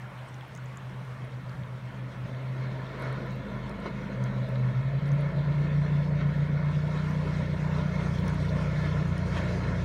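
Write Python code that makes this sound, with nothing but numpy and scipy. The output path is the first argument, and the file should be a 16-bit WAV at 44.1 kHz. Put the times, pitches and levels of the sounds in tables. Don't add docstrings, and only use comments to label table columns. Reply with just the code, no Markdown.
import sys
import numpy as np
from scipy import signal
from scipy.fft import rfft, irfft, next_fast_len
from scipy.io import wavfile
from scipy.ndimage import uniform_filter1d, map_coordinates

SR = 44100
rng = np.random.default_rng(int(sys.argv[2]) if len(sys.argv) > 2 else 0)


def undo_db(level):
    steps = np.asarray(level, float) / 20
    return 10 ** steps


def wrap_up_sound(samples):
    columns = np.atleast_2d(samples).T
    tamed = np.clip(columns, -1, 1)
    steps = np.round(tamed * 32767).astype(np.int16)
    wavfile.write(sys.argv[1], SR, steps)


N = 433944


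def unit(x):
    return x / np.sqrt(np.mean(x ** 2) + 1e-20)


def curves(rows):
    s, *cols = np.transpose(rows)
    return [np.interp(np.arange(N) / SR, s, c) for c in cols]


def wobble(rate):
    steps = np.arange(0, N + 64, 64)
    knots = rng.standard_normal(int(N * rate / SR) + 4)
    return np.interp(np.arange(N), steps, map_coordinates(knots, [steps * rate / SR]))


def filtered(x, response):
    m = next_fast_len(N + 8192)
    return irfft(rfft(x, m) * response(np.fft.rfftfreq(m, 1 / SR)), m)[:N]


def rush(spectrum, patchy_db, streak_db=0):
    z = signal.stft(rng.standard_normal(N), nperseg=512)[2]
    field = uniform_filter1d(rng.standard_normal(z.shape), size=8, axis=0)
    field = uniform_filter1d(field, size=8, axis=1)
    streaks = uniform_filter1d(rng.standard_normal(z.shape), size=14, axis=1)
    gain_db = patchy_db * unit(field) + streak_db * unit(streaks)
    noise = signal.istft(z * undo_db(gain_db), nperseg=512)[1][:N]
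    f, db = np.transpose(spectrum)

    def colour(hz):
        return undo_db(np.interp(np.log(hz + 1), np.log(f), db, left=-120, right=-120))

    return unit(filtered(noise, colour))


# (time [s], engine cycles [Hz], nearness [dB], firing order 5 level [dB])
BOAT_RUN = [(0, 25.64, -30, -45), (.48, 25.75, -31, -45), (.96, 25.8, -24, -39), (1.68, 25.55, -23.5, -39),
            (2.1, 25.65, -19, -41), (2.64, 25.9, -18, -31.5), (2.9, 26.08, -16, -40),
            (3.15, 26.25, -12.5, -32), (3.72, 25.87, -10, -51), (4.25, 25.68, -11.5, -32),
            (4.68, 25.55, -11.5, -29), (5.04, 28.5, -9.5, -28.5), (5.7, 29.32, -5, -26.5),
            (6.66, 29.35, -5, -27.5), (6.96, 30.39, -5.5, -29), (7.9, 30.18, -1.5, -31.5),
            (9.0, 29.98, -2, -30.5), (9.84, 29.78, 0, -44)]
CRUISE_HZ, OPEN_HZ = 25.75, 28.82
TURN_S, TURN_LASTS_S = 5.12, 4.3


def controls():
    cycle_hz, near_db, firing_db = curves(BOAT_RUN)
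    throttle = np.clip((cycle_hz - CRUISE_HZ) / (OPEN_HZ - CRUISE_HZ), 0, 1)
    broadside = np.clip((np.arange(N) / SR - TURN_S) / TURN_LASTS_S, 0, 1)
    return cycle_hz, near_db, firing_db, throttle, broadside


# (level near at cruise [dB], slope with nearness [dB/dB],
# change at full throttle [dB], change when broadside [dB])
ENGINE_ORDERS = [
    (-37, 1.0, -0.4, -0.2),
    (-55.5, 0.23, 1.5, 3.5),
    (-45, 0.7, -0.6, 10.5),
    (-51, 0.76, 18.5, -2.5),
    (-38, 0.9, -5, -11),
    (-27, 1.47, -26.5, -8),
]
# (time [s], lag behind the straight path [waves], echo level [dB])
CLIFF_PATH = [(0, -.3, -45), (.36, 2.04, -51), (.8, 3.5, -45), (1.93, 12.55, -44), (2.12, 13.35, -40),
              (2.73, 17.7, -52), (3.58, 20.88, -38), (3.98, 22.1, -52), (4.2, 22.85, -39),
              (4.52, 24.7, -38), (4.7, 25.1, -33), (5.02, 28.6, -36), (5.35, 29.67, -33), (5.58, 31.9, -35),
              (6.1, 34.7, -37), (6.68, 39.0, -34), (6.9, 41.5, -42), (9.84, 67.4, -41)]
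CLIFF_ECHO = [-16, -14, -19.5, -18, -10.5, -8.5, -4]
CAVITY_HZ, CAVITY_WIDTH_HZ, CAVITY_DB = 89.8, 3.5, 15.5


def exhaust(cycle_hz, near_db, firing_db, throttle, broadside):
    order_db = []
    for db, grows, open_db, side_db in ENGINE_ORDERS:
        order_db.append(db + grows * near_db + open_db * throttle + side_db * broadside)
    order_db[1] += CAVITY_DB / (1 + ((3 * cycle_hz - CAVITY_HZ) / CAVITY_WIDTH_HZ) ** 2)
    order_db.insert(3, firing_db)
    behind, echo_db = curves(CLIFF_PATH)
    angle = 2 * np.pi * np.cumsum(cycle_hz) / SR
    lag, valley_lag = .9, 1.25
    drone = undo_db(echo_db + 1.2 * wobble(4)) * np.cos(5 * angle - lag - 2 * np.pi * behind)
    tenth_db = (order_db[5] + order_db[6]) / 2 - 9.0
    drone += undo_db(tenth_db + 2.6 * wobble(2.95)) * np.cos(10 * angle + 1.2 * wobble(6))
    for k, db, share_db in zip(range(2, 9), order_db, CLIFF_ECHO):
        phase = k * angle - lag - valley_lag * (k == 4) + 0.45 * (k != 5) * wobble(2.5)
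        drone += undo_db(db + .75 * wobble(9)) * np.cos(phase)
        drone += undo_db(db + share_db + 4.0 * wobble(4.6)) * np.cos(.94 * k * angle + 2.33 * wobble(6))
    return np.sqrt(2) * drone, angle


# (frequency [Hz], level [dB])
BOOM_SPECTRUM = [(15, -18.5), (30, -14.5), (45, -8), (60, -6.5), (100, 0.5), (140, 6), (200, 6.5),
                 (240, -8), (330, -14.5), (500, -43.5)]


def canyon(near_db):
    return undo_db(-39.5 + 0.38 * near_db) * rush(BOOM_SPECTRUM, patchy_db=2.6)


# (time [s], swell [dB], rise [s], fall [s])
HULL_SLAPS = [(2.35, 0, .005, .04), (2.66, 2.5, 0.084, 0.076), (3.04, 4, 0.056, 0.079),
              (3.862, 9.5, 0.011, 0.024), (4.09, -0.5, 0.0077, .03), (6.21, 4.5, 0.0087, 0.019),
              (6.97, 2.5, 0.051, 0.071), (7.79, 2.5, 0.028, 0.041), (8.0, 4, 0.0095, 0.018),
              (8.29, 4.5, .015, 0.017), (8.86, 4, 0.028, 0.043), (9.38, 6, 0.04, 0.071)]


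def swell():
    t = np.arange(0, N + 32, 32) / SR
    gain_db = 0
    for s, db, rise, fall in HULL_SLAPS:
        gain_db = gain_db + db * np.exp(np.minimum((t - s) / rise, (s - t) / fall))
    return np.interp(np.arange(N) / SR, t, gain_db)


# (time [s], level [dB])
CHURN = [(0, -13.5), (.71, -14), (1.15, -11), (1.61, -12), (2.25, -8.5), (3.01, -3.5), (3.12, -0.5),
         (3.31, -4), (4.44, -3), (4.9, -3.5), (5.23, -2), (6.71, -2.5), (7.01, -1.4), (7.84, -1),
         (8.38, 0.3), (9.23, -0.4), (9.84, 1)]
# (frequency [Hz], level per Hz [dB])
ROAR_SPECTRUM = [(150, -15.5), (230, 3.5), (330, 0.5), (420, 4), (640, 0.5), (780, -8.5), (920, -3.5),
                 (1400, -6), (1900, -7), (2200, -7), (2450, -18.5), (3500, -47)]
# (frequency [Hz], level [dB])
WASH_SPECTRUM = [(1800, -33), (2500, 3), (2900, -2.5), (3300, 1), (4300, -2.5), (4800, -13), (6500, -49)]
# (frequency [Hz], level [dB])
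SPRAY_SPECTRUM = [(3500, -30), (4700, -1.5), (5600, 0), (6800, -6), (7400, -11), (9700, -14.5),
                  (10500, -23), (12000, -21), (14000, -34)]
WASH_RULE, SPRAY_RULE = (-56, 0.76, 2.3), (-69, 0.29, 7.2)
PLANING_HZ, PLANING_DB_PER_HZ = 29.24, 3


def bounce(hz):
    return 1 - .5 * np.exp(-2j * np.pi * hz / 398) / (1 + (hz / 2600) ** 2 + (450 / (hz + 1)) ** 2)


def wake(angle, cycle_hz, broadside):
    churn_db, = curves(CHURN)
    wash_db, spray_db = (db + grows * churn_db + side_db * broadside
                         for db, grows, side_db in (WASH_RULE, SPRAY_RULE))
    spray_db += PLANING_DB_PER_HZ * np.maximum(cycle_hz - PLANING_HZ, 0)
    beat = 1 + 0.03 * np.cos(5 * angle)
    chop, slaps, spatter = wobble(14), swell(), wobble(22)
    roar = beat * rush(ROAR_SPECTRUM, patchy_db=1.03, streak_db=2.0)
    roar = undo_db(-39 + churn_db + slaps + 0.49 * chop) * unit(filtered(roar, bounce))
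    wash_db = wash_db + 1.27 * slaps + 0.26 * chop + 0.49 * spatter
    wash = undo_db(wash_db) * rush(WASH_SPECTRUM, patchy_db=1.7, streak_db=3.0)
    spray_db = spray_db + 0.68 * slaps + 0.47 * chop + 1.4 * spatter
    spray = undo_db(spray_db) * rush(SPRAY_SPECTRUM, patchy_db=1.6, streak_db=2.6)
    return roar + wash + spray


# (time [s], peak level [dB])
GURGLE_FLECKS = [
    (4.37, -51),
    (4.52, -44),
    (5.11, -48),
    (5.3, -47),
    (6.03, -48.5),
]
# (frequency [Hz], level [dB])
INTAKE_SPECTRUM = [(380, -49), (500, -13), (560, 4.5), (610, -7), (760, -45.5)]
FLECK_DB_PER_S, GURGLE_DB, GURGLE_OPEN_DB = 103, -70.5, 6.5


def intake(throttle):
    t = np.arange(N) / SR
    level = undo_db(GURGLE_DB + GURGLE_OPEN_DB * throttle)
    for s, db in GURGLE_FLECKS:
        level = level + undo_db(db - FLECK_DB_PER_S * np.abs(t - s))
    return level * undo_db(0.88 * wobble(13)) * rush(INTAKE_SPECTRUM, patchy_db=3.5)


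# (time [s], level [dB])
RIVER_LEVEL = [
    (0.0, -75.5),
    (6.69, -84),
    (7.1, -78.5),
    (9.84, -91),
]
# (frequency [Hz], level [dB])
HISS_SPECTRUM = [(200, 5), (500, 26.5), (1100, 31.5), (2000, 25), (3200, 17), (5000, 0.5), (9500, 1.5),
                 (10500, -6.5), (11500, -1), (13500, -9.5), (15800, -9.5)]


def river():
    level_db = curves(RIVER_LEVEL)[0] + 25.5 + 0.92 * wobble(9.7)
    return undo_db(level_db) * rush(HISS_SPECTRUM, patchy_db=1.0, streak_db=2.0)


BUBBLES, BUBBLE_HZ, BUBBLE_SPREAD, BUBBLE_CYCLES = 420, 4000, .45, 40


def bubbles():
    start = rng.uniform(0, N, BUBBLES).astype(int)
    pitch = rng.standard_normal(BUBBLES)
    size = rng.exponential(size=BUBBLES)
    hz = np.clip(BUBBLE_HZ * np.exp(BUBBLE_SPREAD * pitch), 900, 12000)[:, None]
    t = np.arange(1200) / SR
    life = np.minimum(t * hz / BUBBLE_CYCLES + t / 0.044, 1)
    strength = undo_db(4 * np.minimum(size, 2)[:, None]) * (hz / BUBBLE_HZ) ** -1.6
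    ring = np.sin(2 * np.pi * hz * t * (1 + .015 * life))
    notes = strength * np.sin(np.pi * life) ** 2 * ring
    places = start[:, None] + np.arange(len(t))
    return unit(np.bincount(places.ravel(), notes.ravel(), N + len(t))[:N])


TICKS, TICK_DB, TICK_T60_S = 110, -63, .003


def mist():
    hits, t = np.zeros(N), np.arange(200) / SR
    hits[rng.integers(0, N, TICKS)] = undo_db(TICK_DB + 3.5 * np.minimum(rng.exponential(size=TICKS), 2))
    spit = signal.fftconvolve(hits, undo_db(-60 * t / TICK_T60_S))[:N] * rng.standard_normal(N)
    return filtered(spit, lambda hz: 1 / (1 + (4500 / (hz + 1)) ** 4) / (1 + (hz / 11000) ** 2))


# (time [s], peak level [dB], pitch [Hz])
LARGE_DROPS = [
    (0.189, -42, 2970),
    (0.409, -39, 3280),
    (0.55, -47, 3100),
    (1.6342, -42, 3450),
    (2.3466, -40, 3210),
    (4.556, -37, 3896),
    (8.1858, -35.5, 3432),
    (8.239, -39, 2800),
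    (8.4916, -37, 4025),
]
# (time [s], peak level [dB], pitch [Hz])
MIDDLE_DROPS = [(0.0199, -52, 5350), (0.2867, -47, 7970), (0.3423, -44.5, 5820), (0.55, -41, 6170),
                (0.561, -44.5, 6600), (0.5738, -43, 6600), (0.6579, -47, 6660), (0.772, -38, 6960),
                (0.8959, -51, 5640), (1.494, -44, 4595), (3.022, -56, 5770), (3.3064, -50, 6290),
                (3.6935, -46.5, 5270), (3.7893, -56, 5050), (4.239, -39.5, 6280), (4.5481, -52, 5420),
                (5.0575, -51, 5520), (5.0888, -50, 5880), (5.1168, -43, 6230), (5.9678, -54, 5800),
                (7.108, -49, 6593), (7.462, -52, 6300), (7.9548, -48, 5025), (8.2806, -36.5, 5570),
                (9.179, -41, 5150)]
# (time [s], peak level [dB], pitch [Hz])
SMALL_DROPS = [(0.2813, -54, 8540), (0.5501, -48, 8500), (0.7721, -50, 9810), (1.05, -56, 9000),
               (1.248, -55, 9400), (2.9976, -52, 11300), (3.022, -45, 10960), (3.1263, -49.5, 8494),
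               (3.694, -49.5, 9570), (3.8004, -55, 9050), (4.2383, -47, 8890), (4.4892, -53, 10800),
               (4.5925, -60.5, 11810), (5.0639, -58, 8520), (5.0794, -52.5, 11000), (5.1342, -54, 9590),
               (5.208, -51.5, 9830), (7.043, -57, 11000), (7.096, -56.5, 12000), (7.109, -57, 12200),
               (8.2003, -51, 9310), (8.2472, -55, 9110), (8.2793, -42.5, 9500), (8.3424, -48, 9445),
               (9.0793, -55.5, 9570), (9.1795, -46, 8610)]
# (time [s], peak level [dB], pitch [Hz])
FINEST_DROPS = [(0.182, -61, 12700), (0.409, -63, 13400), (0.4803, -55, 12600), (0.5496, -59, 14300),
                (0.6404, -56, 12700), (3.0215, -61, 14600), (3.2615, -58, 13560), (3.3194, -55, 15320),
                (3.3578, -57, 13100), (4.2383, -59, 12100), (4.4887, -57.5, 15100), (4.9631, -67, 13300),
                (6.3759, -58.5, 13500), (7.7218, -57.5, 13700), (8.1848, -57.5, 13370),
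                (8.2043, -55.5, 15620), (8.2472, -54.5, 15600), (8.2781, -55.5, 15700),
                (8.4836, -65, 14000), (8.4936, -61, 15050)]
SPLASHES, SPLASH_S, SPLASH_DB = 2, .03, -15


def drops():
    out, t = np.zeros(N + SR), np.arange(600) / SR
    # (drops, T60 [s], gain [dB], share of crack)
    sizes = ((LARGE_DROPS, .008, 0, .04), (MIDDLE_DROPS, .006, 1.5, .12),
             (SMALL_DROPS, .004, 4, .16), (FINEST_DROPS, .003, 7, .15))
    for rows, t60, gain_db, crack in sizes:
        for s, db, hz in np.add(rows, [.0008, 0, 0]):
            shape = undo_db(db + gain_db - 60 * t / t60) * (1 - np.exp(-t / 0.00013))
            detune, lag = rng.uniform(0.71, 1.2), rng.integers(20, 120)
            snap = crack * np.diff(rng.standard_normal(len(t) + 1))
            start = round(s * SR)
            out[start:][:len(t)] += shape * (np.sin(2 * np.pi * hz * t) + snap)
            out[start + lag:][:len(t)] += .45 * shape * np.sin(2 * np.pi * hz * detune * t)
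            for late, higher, weaker_db in rng.uniform(-1, 1, size=(SPLASHES, 3)):
                at = max(round((s + SPLASH_S * late) * SR), 0)
                splash_hz = min(hz * 1.5 ** higher, 15500)
                splash = shape * np.sin(2 * np.pi * splash_hz * t)
                out[at:][:len(t)] += undo_db(SPLASH_DB + 6.5 * weaker_db) * splash
    return out[:N]


# (time [s], peak level [dB])
HULL_KNOCKS = [
    (3.8592, -31),
]
KNOCK_HZ, KNOCK_T60_S = 323, 0.017


def knocks():
    out, t = np.zeros(N + SR), np.arange(SR // 10) / SR
    modes = np.sin(2 * np.pi * KNOCK_HZ * t) + 0.42 * np.sin(2 * np.pi * 2.34 * KNOCK_HZ * t)
    for s, db in HULL_KNOCKS:
        out[round(s * SR):][:len(t)] += undo_db(db - 60 * t / KNOCK_T60_S) * modes
    return out[:N]


def scene():
    cycle_hz, near_db, firing_db, throttle, broadside = controls()
    drone, angle = exhaust(cycle_hz, near_db, firing_db, throttle, broadside)
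    boat = drone + canyon(near_db) + wake(angle, cycle_hz, broadside) + intake(throttle)
    water = river() + undo_db(-69) * bubbles() + mist() + drops()
    return (boat + water + knocks())[None]


def low_pass(x):
    return signal.sosfilt(signal.butter(12, 15840, fs=SR, output="sos"), x)


def record(dry):
    hiss = undo_db(-78.5) * unit(np.diff(rng.standard_normal(N + 1)))
    return low_pass(dry + hiss)


dry = scene()
out = record(dry)
wrap_up_sound(out)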